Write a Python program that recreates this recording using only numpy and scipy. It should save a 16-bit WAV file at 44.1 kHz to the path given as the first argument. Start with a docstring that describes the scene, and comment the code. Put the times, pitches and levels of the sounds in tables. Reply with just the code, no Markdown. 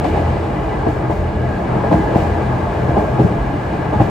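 """Wheels roar on the rail and drum the floor and panels in the end vestibule of a diesel railcar gathering speed.
Noise shaped by body resonances makes the roar, boom, rail sizzle and bellows hiss; noise-driven modes ring the
panels, wheel discs and loose fittings. Two underfloor engines, as rising sine orders a little out of step, throb
together. Axle pairs cross rail joints about once a second in noise bursts, and hard single blows ring the frame."""
import sys
import numpy as np
from scipy import signal
from scipy.fft import rfft, irfft
from scipy.io import wavfile
from scipy.ndimage import uniform_filter1d

SR = 44100
rng = np.random.default_rng(int(sys.argv[2]) if len(sys.argv) > 2 else 0)


def wrap_up_sound(samples):
    """Save the sound to the file named by the first command line argument, as 16-bit audio."""
    columns = np.atleast_2d(samples).T
    # keep every value between -1 and 1, then stretch to whole-number steps
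    tamed = np.clip(columns, -1, 1)
    steps = np.round(tamed * 32767).astype(np.int16)
    wavfile.write(sys.argv[1], SR, steps)


N = 180799
LONG = N + SR // 10  # samples; the layers run on a little past the end


def undb(db):
    """Decibels to an amplitude factor."""
    return 10 ** (np.asarray(db) / 20)


def curve(table):
    """Columns of a (start_s, ...) table, joined by straight lines, at every sample."""
    start_s, *columns = np.transpose(table)
    t = np.arange(LONG) / SR
    return [np.interp(t, start_s, column) for column in columns]


def shape(hz, points):
    """Values of (hz, value) points, joined on a log-frequency axis."""
    point_hz, value = np.transpose(points)
    return np.interp(np.log(hz + 1), np.log(point_hz), value)


def walk(rate):
    """Random levels held 1 / rate s and slewed twice; spread near 1."""
    hold = int(SR / rate)
    steps = np.repeat(rng.standard_normal(LONG // hold + 1), hold)
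    return 1.4 * uniform_filter1d(uniform_filter1d(steps, hold), hold)[:LONG]


# Stereo spread of each band: hz, side_minus_mid_db
STEREO_WIDTH = [(30, -23), (60, -23), (125, -17.5), (250, -17), (500, -5), (1000, -5), (2000, -1.5),
                (3500, -7), (6000, -3), (8500, -4.5), (11000, 0.5), (15000, 0)]


def colour(points, ring=1.):
    """Causal response of a spectrum lifted by the body resonances, white noise in gives mid rms 1; mid and side."""
    size = 16384
    hz = np.arange(size // 2 + 1) * SR / size
    lift_db = sum(lift / (1 + (2 * (hz - mode_hz) / width_hz) ** 2) for mode_hz, width_hz, lift in BODY_MODES)
    mid_db = shape(hz, points) + ring * lift_db
    responses = []
    for gain_db in (mid_db, mid_db + shape(hz, STEREO_WIDTH)):
        # folding the cepstrum onto positive time gives minimum phase
        cepstrum = irfft(np.log(undb(gain_db)))
        cepstrum[1:size // 2] *= 2
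        cepstrum[size // 2 + 1:] = 0
        responses.append(irfft(np.exp(rfft(cepstrum)))[:size // 2])
    return np.array(responses) / np.sqrt(np.sum(responses[0] ** 2))


def play(envelope, response, late=0):
    """Unrelated mid and side noise under an envelope, rung through a response that peaks late samples in."""
    lead = response.shape[1]
    noise = rng.standard_normal((2, LONG + lead + late))
    drive = np.pad(envelope, (lead, late), "edge") * noise
    return signal.fftconvolve(drive, response, axes=1)[:, lead + late:lead + late + LONG]


def sing(db, hz, width_hz, wander_hz, side_db):
    """A mode driven by noise, its pitch wandering; it builds up before it dies."""
    age = np.arange(SR // 8) / SR
    swell = age * np.exp(-np.pi * width_hz * age)
    mode = np.array([swell, undb(side_db) * swell]) / np.sqrt(np.sum(swell ** 2))
    turn = 2 * np.pi * np.cumsum(hz + wander_hz * walk(6)) / SR
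    return play(undb(db), mode) * np.cos(turn) + play(undb(db), mode) * np.sin(turn)


# The ride's moving levels and balance, before flicker and trims:
# start_s, rolling_roar_db, wheel_ring_db, rail_sizzle_db, bellows_hiss_db, left_minus_right_db
RIDE_LEVELS = [(0.0, -18.5, -42, -42.5, -58, 1), (0.2, -20, -36.5, -42.5, -57, 0.5),
               (0.42, -21, -44, -42.5, -60, 0.5), (0.7, -22, -41, -45.5, -57.5, 0.5),
               (0.9, -22, -39, -45.5, -61, 1.5), (1.15, -21.5, -45, -45.5, -62, 1.5),
               (1.3, -22, -41.5, -45, -61, 0.5), (1.55, -23, -37, -44, -58, 1),
               (1.72, -19, -42, -43.5, -59.5, 1), (1.93, -18.5, -37, -43.5, -56, 1),
               (2.3, -19.5, -38, -43.5, -58, 1.5), (2.7, -20.5, -39.5, -43.5, -56, 1.5),
               (3.0, -19, -37, -44, -57, 1), (3.3, -20, -40.5, -44.5, -58.5, 1),
               (3.65, -21.5, -38, -44.5, -58.5, 1), (4.1, -19, -38, -46.5, -58, 1.5)]
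# Spectrum of the rolling roar: hz, relative_db_per_hz
ROAR_SPECTRUM = [(30, -56), (60, -4.5), (80, -0.5), (100, -2), (125, 1), (170, -3.5), (260, -10), (400, -8),
                 (800, -11.5), (1100, -14.5), (1450, -23), (1900, -28.5), (2600, -37.5), (4000, -52.5),
                 (7000, -72), (16000, -110)]


def roar(rough):
    """Panels of each size take up the wheel roughness in turn: every octave of the roar wanders alone."""
    roar_db = curve(RIDE_LEVELS)[0]
    size, late = 2 ** 15, 2 ** 12
    spectrum = rfft(colour(ROAR_SPECTRUM, ring=0.56), size)  # just over half the body lift
    octave = np.log2(np.fft.rfftfreq(size, 1 / SR) + 1)
    out = 0
    for centre in range(4, 15):
        share = np.cos(np.pi / 2 * np.clip(octave - centre, -1, 1))  # neighbours add to full power
        band = np.roll(irfft(spectrum * share), late, axis=1)[:, :2 ** 14]
        level_db = roar_db + 0.12 * rough + 1.0 * walk(7.91) + 0.66 * walk(60)
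        out = out + play(undb(level_db), band, late=late)
    return out


# Spectrum of the car-body boom: hz, relative_db_per_hz
BOOM_SPECTRUM = [(15, -22), (25, 4), (34, -7), (48, 20.5), (65, 12.5), (90, 2), (140, -19), (400, -71),
                 (4000, -120)]
# Moments when the car body booms up: centre_s, lift_db
BOOM_SURGES = [(0.05, 1), (0.78, 4), (1.21, 10), (2.18, 3), (2.32, 7), (3.21, 6), (3.38, 12), (3.67, 3)]
BOOM_DB, BOOM_FADE_DB_PER_S, BOOM_WAVER_DB = -28.5, -0.9, -1
SURGE_S = 0.047  # time from a surge's centre to 1/e of its lift


def boom():
    """The car body booms as low noise that fades slowly, wavers and swells in brief surges."""
    t = np.arange(LONG) / SR
    surge_db = sum(lift_db * np.exp(-((t - centre_s) / SURGE_S) ** 2) for centre_s, lift_db in BOOM_SURGES)
    level_db = BOOM_DB + BOOM_FADE_DB_PER_S * t + BOOM_WAVER_DB * walk(9.4) + surge_db
    return play(undb(level_db), colour(BOOM_SPECTRUM, ring=0))


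# Spectrum of rail sizzle and of joint rattle: hz, relative_db_per_hz
SIZZLE_SPECTRUM = [(500, -59), (1800, 1), (2400, 0.5), (3200, -4), (4500, -9), (6000, -19.5), (9000, -19.5),
                   (16000, -99)]


def sizzle(rough):
    """Rough wheels sizzle on the rail as bright noise, partly flickering with the roar."""
    sizzle_db = curve(RIDE_LEVELS)[2]
    level_db = sizzle_db + 0.56 * rough + 0.44 * walk(7.4)
    return play(undb(level_db), colour(SIZZLE_SPECTRUM, ring=1.5))


# Spectrum of air at the bellows, steady and in puffs: hz, relative_db_per_hz
HISS_SPECTRUM = [(2000, -29), (5000, 5), (7000, 4), (9000, -4), (12000, -4), (14000, -7), (16000, -6)]


def hiss():
    """Air hisses at the bellows as high noise that flickers a little."""
    hiss_db = curve(RIDE_LEVELS)[3]
    return play(undb(hiss_db + 0.36 * walk(11)), colour(HISS_SPECTRUM, ring=0))


# Floor and panel resonances, lifting most spectra too: pitch_hz, width_hz, lift_db (before each sound's share)
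BODY_MODES = [(209.8, 27, 5.5), (316.6, 36.2, 8.5), (430.6, 42, 5.5), (613, 25, 3), (688.6, 26.5, 5.5),
              (836, 61.5, 7)]
PANEL_DB = -20  # fitful ringing against the roar, before each mode's lift


def panels():
    """Floor and panels break into short fits of ringing, each at its own moments and a little off pitch each time."""
    roar_db = curve(RIDE_LEVELS)[0]
    out = 0
    for hz, width_hz, lift_db in BODY_MODES:
        fits_db = 0.78 * walk(12) + 2.68 * walk(32)
        out = out + sing(roar_db + PANEL_DB + lift_db + fits_db, hz, 1.52 * width_hz,
                         wander_hz=.012 * hz, side_db=shape(hz, STEREO_WIDTH))
    return out


# Wheel disc modes: pitch_hz, width_hz, relative_level_db
WHEEL_MODES = [(1606, 85, 0), (1685, 110, 0)]


def wheels():
    """The wheel discs sing in two close modes that the rail roughness drives unevenly, each on its own."""
    ring_db = curve(RIDE_LEVELS)[1] - 3  # two modes share the ring
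    return sum(sing(ring_db + mode_db + 1.3 * walk(60), hz, width_hz, wander_hz=8, side_db=-5.0)
               for hz, width_hz, mode_db in WHEEL_MODES)


# Modes of the loose fittings: pitch_hz, width_hz, relative_level_db
FITTING_MODES = [(2008, 45, 0), (2260, 170, 0), (2420, 170, -2), (2890, 200, -3)]
# How hard the fittings buzz: start_s, lowest_mode_db, upper_modes_db
BUZZ_LEVELS = [(0, -64, -51), (.1, -46, -41), (.3, -48, -51.5), (.42, -50, -52), (.6, -44.5, -47),
               (.9, -51, -53.5), (1.3, -53, -52.5), (1.7, -50, -49.5), (2.0, -46, -60), (2.06, -38.5, -55),
               (2.14, -48, -47), (2.6, -50, -52), (3.0, -52, -49.5), (3.5, -47, -50.5), (4.1, -51, -50)]


def fittings():
    """Loose fittings buzz in fits, each mode on its own."""
    low_db, upper_db = curve(BUZZ_LEVELS)
    out = 0
    for k, (hz, width_hz, mode_db) in enumerate(FITTING_MODES):
        buzz_db = upper_db if k else low_db
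        fits_db = 0.6 * walk(16) + 2.0 * walk(60)
        out = out + sing(buzz_db + mode_db + fits_db, hz, width_hz, wander_hz=13, side_db=-14)
    return out


# The two engines, slower first: base_rate_hz (at the start), gain_hz_per_s
ENGINE_RATES = [(41.38, .23), (42.24, .26)]
# Engine orders: multiple of base rate, slower_engine_db, faster_engine_db (before throb and waver),
# together_s (first moment the two swell together)
ENGINE_ORDERS = [(1, -43, -51, .3), (2, -28, -30, .2), (3, -26.5, -25.5, .284), (4, -41, -33, .284),
                 (5, -40, -49, .182), (6, -48, -49, .168)]
# The drone swells and sinks: start_s, orders_to_second_db, higher_orders_db
THROB_LEVELS = [(0, -4.5, -3), (.3, 3.5, -0.5), (.5, -10, -1.5), (.95, 0.5, -5), (1.3, 1, -2.5),
                (1.75, -1.5, -1.5), (2.0, -2, -4), (2.25, 4.5, -3), (2.5, -3.5, -1), (2.7, -1, -5),
                (2.9, -1, -4.5), (3.15, -5, 0), (3.4, -11, -1.5), (3.7, -16, -7), (3.95, -2, -2.5),
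                (4.1, -8, -2.5)]
HUM_HZ, HUM_DB, HUM_FADE_DB_PER_S = 61.55, -29, -2.5


def engine_turns(s):
    """Phase of each engine in radians as its rate climbs steadily."""
    return [2 * np.pi * (hz * s + gain * s ** 2 / 2) for hz, gain in ENGINE_RATES]


def engines():
    """Two engines gain speed, their orders beating; a steady-pitched hum fades beside them, wavering on its own."""
    t = np.arange(LONG) / SR
    hum_db = HUM_DB + HUM_FADE_DB_PER_S * t + 3.0 * walk(6.7)
    drone = undb(hum_db) * np.sin(2 * np.pi * HUM_HZ * t + 0.36 * walk(4.04))
    low_db, high_db = curve(THROB_LEVELS)
    for order, slow_db, fast_db, together_s in ENGINE_ORDERS:
        throb_db = low_db if order < 3 else high_db
        start = 2 * np.pi * rng.random() + 0.38 * walk(11)
        for turn, turn0, db in zip(engine_turns(t), engine_turns(together_s), (slow_db, fast_db)):
            level_db = db + throb_db + 1.8 * walk(15)
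            phase = order * (turn - turn0) + start + 0.13 * walk(10)
            drone = drone + undb(level_db) * np.sin(phase)
    return np.sqrt(2) * np.array([drone, undb(-19) * drone])  # sqrt(2): sine levels are rms


# Wheels over rail joints: start_s, floor_knock_db, panel_clack_db, frame_thud_db, rattle_db, puff_db,
# burst_s (before each layer's hold)
JOINT_HITS = [(0.033, -37, -20, -42, -38, -55, 0.027), (0.144, -51, -23.5, -38, -45, -63, 0.075),
              (0.861, -17, -22, -34, -52, -57, 0.037), (1.093, -24, -24.5, -43, -48, -56.5, 0.035),
              (1.749, -20.5, -27.5, -24, -69, -77, 0.032), (1.835, -33, -23.5, -39, -52, -69, 0.0071),
              (1.909, -18, -19, -20, -41, -56, 0.04), (2.143, -23.5, -20, -22, -43.5, -51.5, 0.028),
              (2.205, -28, -45, -47, -49, -59, 0.014), (2.878, -21, -27, -18, -51, -73, 0.023),
              (2.960, -21.5, -19, -22, -50, -56.5, 0.049), (3.185, -15, -24.5, -17.5, -45, -57, 0.05),
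              (3.926, -20, -25, -27, -48, -61, 0.0094), (3.997, -19, -16, -27.5, -40.5, -56, 0.033)]


def blows(db, response, rise_s, hold, tail_s, tail_db, bounce_db, edge=3):
    """At every joint a quick rise, a burst while the wheel bounces and a shudder tail, rung through a response."""
    out = np.zeros((2, N + SR))
    age = np.arange(SR // 2) / SR
    for (start_s, *_, burst_s), level_db in zip(JOINT_HITS, db):
        span_s = max(hold * burst_s, .005)
        rise = 1 - np.exp(-age / rise_s)
        fall = np.exp(-(age / span_s) ** edge) + undb(tail_db) * np.exp(-age / tail_s)
        bounce = undb(bounce_db * walk(167)[:len(age)])  # contact comes and goes in knocks a few ms apart
        drive = rise * fall * bounce * rng.standard_normal((2, len(age)))
        blow = signal.fftconvolve(drive, response, axes=1)[:, :len(age)]
        # the level is the rms over the burst itself
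        blow *= undb(level_db) / np.sqrt(np.mean(blow[0, :int(1.3 * span_s * SR)] ** 2))
        start = int(start_s * SR)
        out[:, start:start + len(age)] += blow
    return out[:, :LONG]


# Spectra of floor knock, panel clack and joint frame thud: hz, relative_db_per_hz
KNOCK_SPECTRUM = [(80, -50.5), (200, 0), (300, 6), (450, 1.5), (650, -4), (900, -7.5), (1500, -62.5),
                  (6000, -110)]
CLACK_SPECTRUM = [(200, -49.5), (500, -4), (700, 2.5), (900, -4), (1200, -16), (2000, -27), (4000, -51),
                  (9000, -100)]
THUD_SPECTRUM = [(30, -35), (80, -5), (120, 2.5), (200, 4), (280, -20.5), (700, -72), (4000, -110)]


def joints():
    """Each axle knocks the floor, clacks the panels, thuds the frame, rattles fittings and puffs the bellows."""
    _, knock_db, clack_db, thud_db, rattle_db, puff_db, _ = np.transpose(JOINT_HITS)
    knock = blows(knock_db, colour(KNOCK_SPECTRUM), rise_s=0.0068, hold=0.66,
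                  tail_s=0.062, tail_db=-17.5, bounce_db=0.95)
    clack = blows(clack_db, colour(CLACK_SPECTRUM), rise_s=0.00037, hold=1.0,
                  tail_s=0.044, tail_db=-2, bounce_db=3.3)
    thud = blows(thud_db, colour(THUD_SPECTRUM, ring=0.22), rise_s=0.0096, hold=1.0,
                 tail_s=0.12, tail_db=-14.0, bounce_db=0)
    rattle = blows(rattle_db, colour(SIZZLE_SPECTRUM, ring=0.34), rise_s=0.014, hold=1.0,
                   tail_s=0.074, tail_db=1, bounce_db=1.7, edge=3.1)
    puff = blows(puff_db, colour(HISS_SPECTRUM, ring=0), rise_s=0.024, hold=2.7,
                 tail_s=0.13, tail_db=-7, bounce_db=0.4, edge=1.2)
    return knock + clack + thud + rattle + puff


# Firm blows of wheel on rail end and of the frame settling:
# start_s, floor_knock_db, panel_clack_db, frame_thud_db
HARD_BLOWS = [(0.045, -40, -21.5, -38), (0.864, -24, -37, -15), (0.871, -27, -26, -39),
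              (0.886, -24, -25, -22), (1.096, -19.5, -29, -41), (1.407, -28, -29, -24),
              (1.453, -26, -34, -21), (1.506, -22, -36, -32), (1.918, -11, -22, -21),
              (1.929, -28, -17, -27), (1.942, -28, -31, -12), (2.157, -12, -26, -13),
              (2.385, -19, -45, -40), (2.888, -32, -29, -18.5), (2.916, -23, -27, -22.5),
              (2.968, -13, -23, -35), (2.973, -14.5, -29, -33), (2.989, -23, -37, -12),
              (3.038, -26, -36, -20), (3.195, -14, -32, -21), (3.200, -23, -35, -25),
              (3.217, -18, -33, -22), (3.246, -32, -28, -5), (3.939, -33, -21, -35),
              (3.959, -36, -32, -12.5), (4.000, -16, -23, -6.5), (4.013, -15.5, -19, -37),
              (4.018, -33, -15, -10.5)]
# Spectrum of a single frame blow: hz, relative_db_per_hz
THUMP_SPECTRUM = [(30, -31), (80, 3.5), (115, 8), (150, 3.5), (190, 5), (300, -18.5), (700, -25),
                  (4000, -110)]
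STRIKE_S = 0.012  # span over which a blow has its level


def strikes():
    """Single hard blows, as impulses, set floor, panels and frame ringing."""
    out = 0
    layers = [(KNOCK_SPECTRUM, 1.2), (CLACK_SPECTRUM, 1.2), (THUMP_SPECTRUM, .4)]
    for column, (points, ring) in enumerate(layers, 1):
        response = colour(points, ring=ring) * np.sqrt(STRIKE_S * SR)
        drive = np.zeros((2, LONG))
        for row, side in zip(HARD_BLOWS, rng.standard_normal(len(HARD_BLOWS))):
            drive[:, int(row[0] * SR)] = -undb(row[column]) * np.array([1, side])  # chance side share
        out = out + signal.fftconvolve(drive, response, axes=1)[:, :LONG]
    return out


# Band balance of the two microphone ports: hz, left_minus_right_db
PORT_BALANCE = [(60, -1.5), (125, 0.5), (500, 1.4), (1000, 1), (2000, 1.5), (4000, 3.5), (8000, 1.5),
                (15000, -1)]
# Phase between the ports: hz, left_leads_right_rad
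PORT_PHASE = [(60, 0), (500, 0.2), (1980, -.5), (2840, .8), (4200, .4), (6550, .3), (16000, 0)]


def ports(mid, side):
    """The two microphone ports favour different bands and hear them a little apart."""
    hz = np.fft.rfftfreq(len(mid), 1 / SR)
    port = undb(shape(hz, PORT_BALANCE) / 2) * np.exp(.5j * shape(hz, PORT_PHASE))
    left = irfft(rfft(mid + side) * port, len(mid))
    right = irfft(rfft(mid - side) / port, len(mid))
    return np.array([left, right])


def scene():
    """All layers sum as mid and side, pass the two ports and drift slightly between left and right."""
    rough = walk(8.89)  # wheel roughness shared by roar and sizzle
    ride = roar(rough) + boom() + sizzle(rough) + hiss()
    layers = ride + panels() + wheels() + fittings() + engines() + joints() + strikes()
    lead_in = SR // 10  # mirrored start keeps the port filter's edge out of the way
    mid, side = np.pad(layers, ((0, 0), (lead_in, 0)), "reflect", reflect_type="odd")
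    stereo = ports(mid, side)[:, lead_in:lead_in + N]
    pan_db = curve(RIDE_LEVELS)[4][:N]
    pan_db = pan_db - pan_db.mean()  # only the drift is used
    return stereo * undb(np.array([pan_db, -pan_db]) / 2)


TOP_HZ = 15750  # edge of the top cut


def record(dry):
    """The phone rounds the loudest peaks and cuts the top."""
    rounded = dry / (1 + np.abs(dry / .97) ** 4) ** (1 / 4)
    top_cut = signal.ellip(12, .2, 80, TOP_HZ, fs=SR, output="sos")
    return signal.sosfilt(top_cut, rounded)


dry = scene()
out = record(dry)
wrap_up_sound(out)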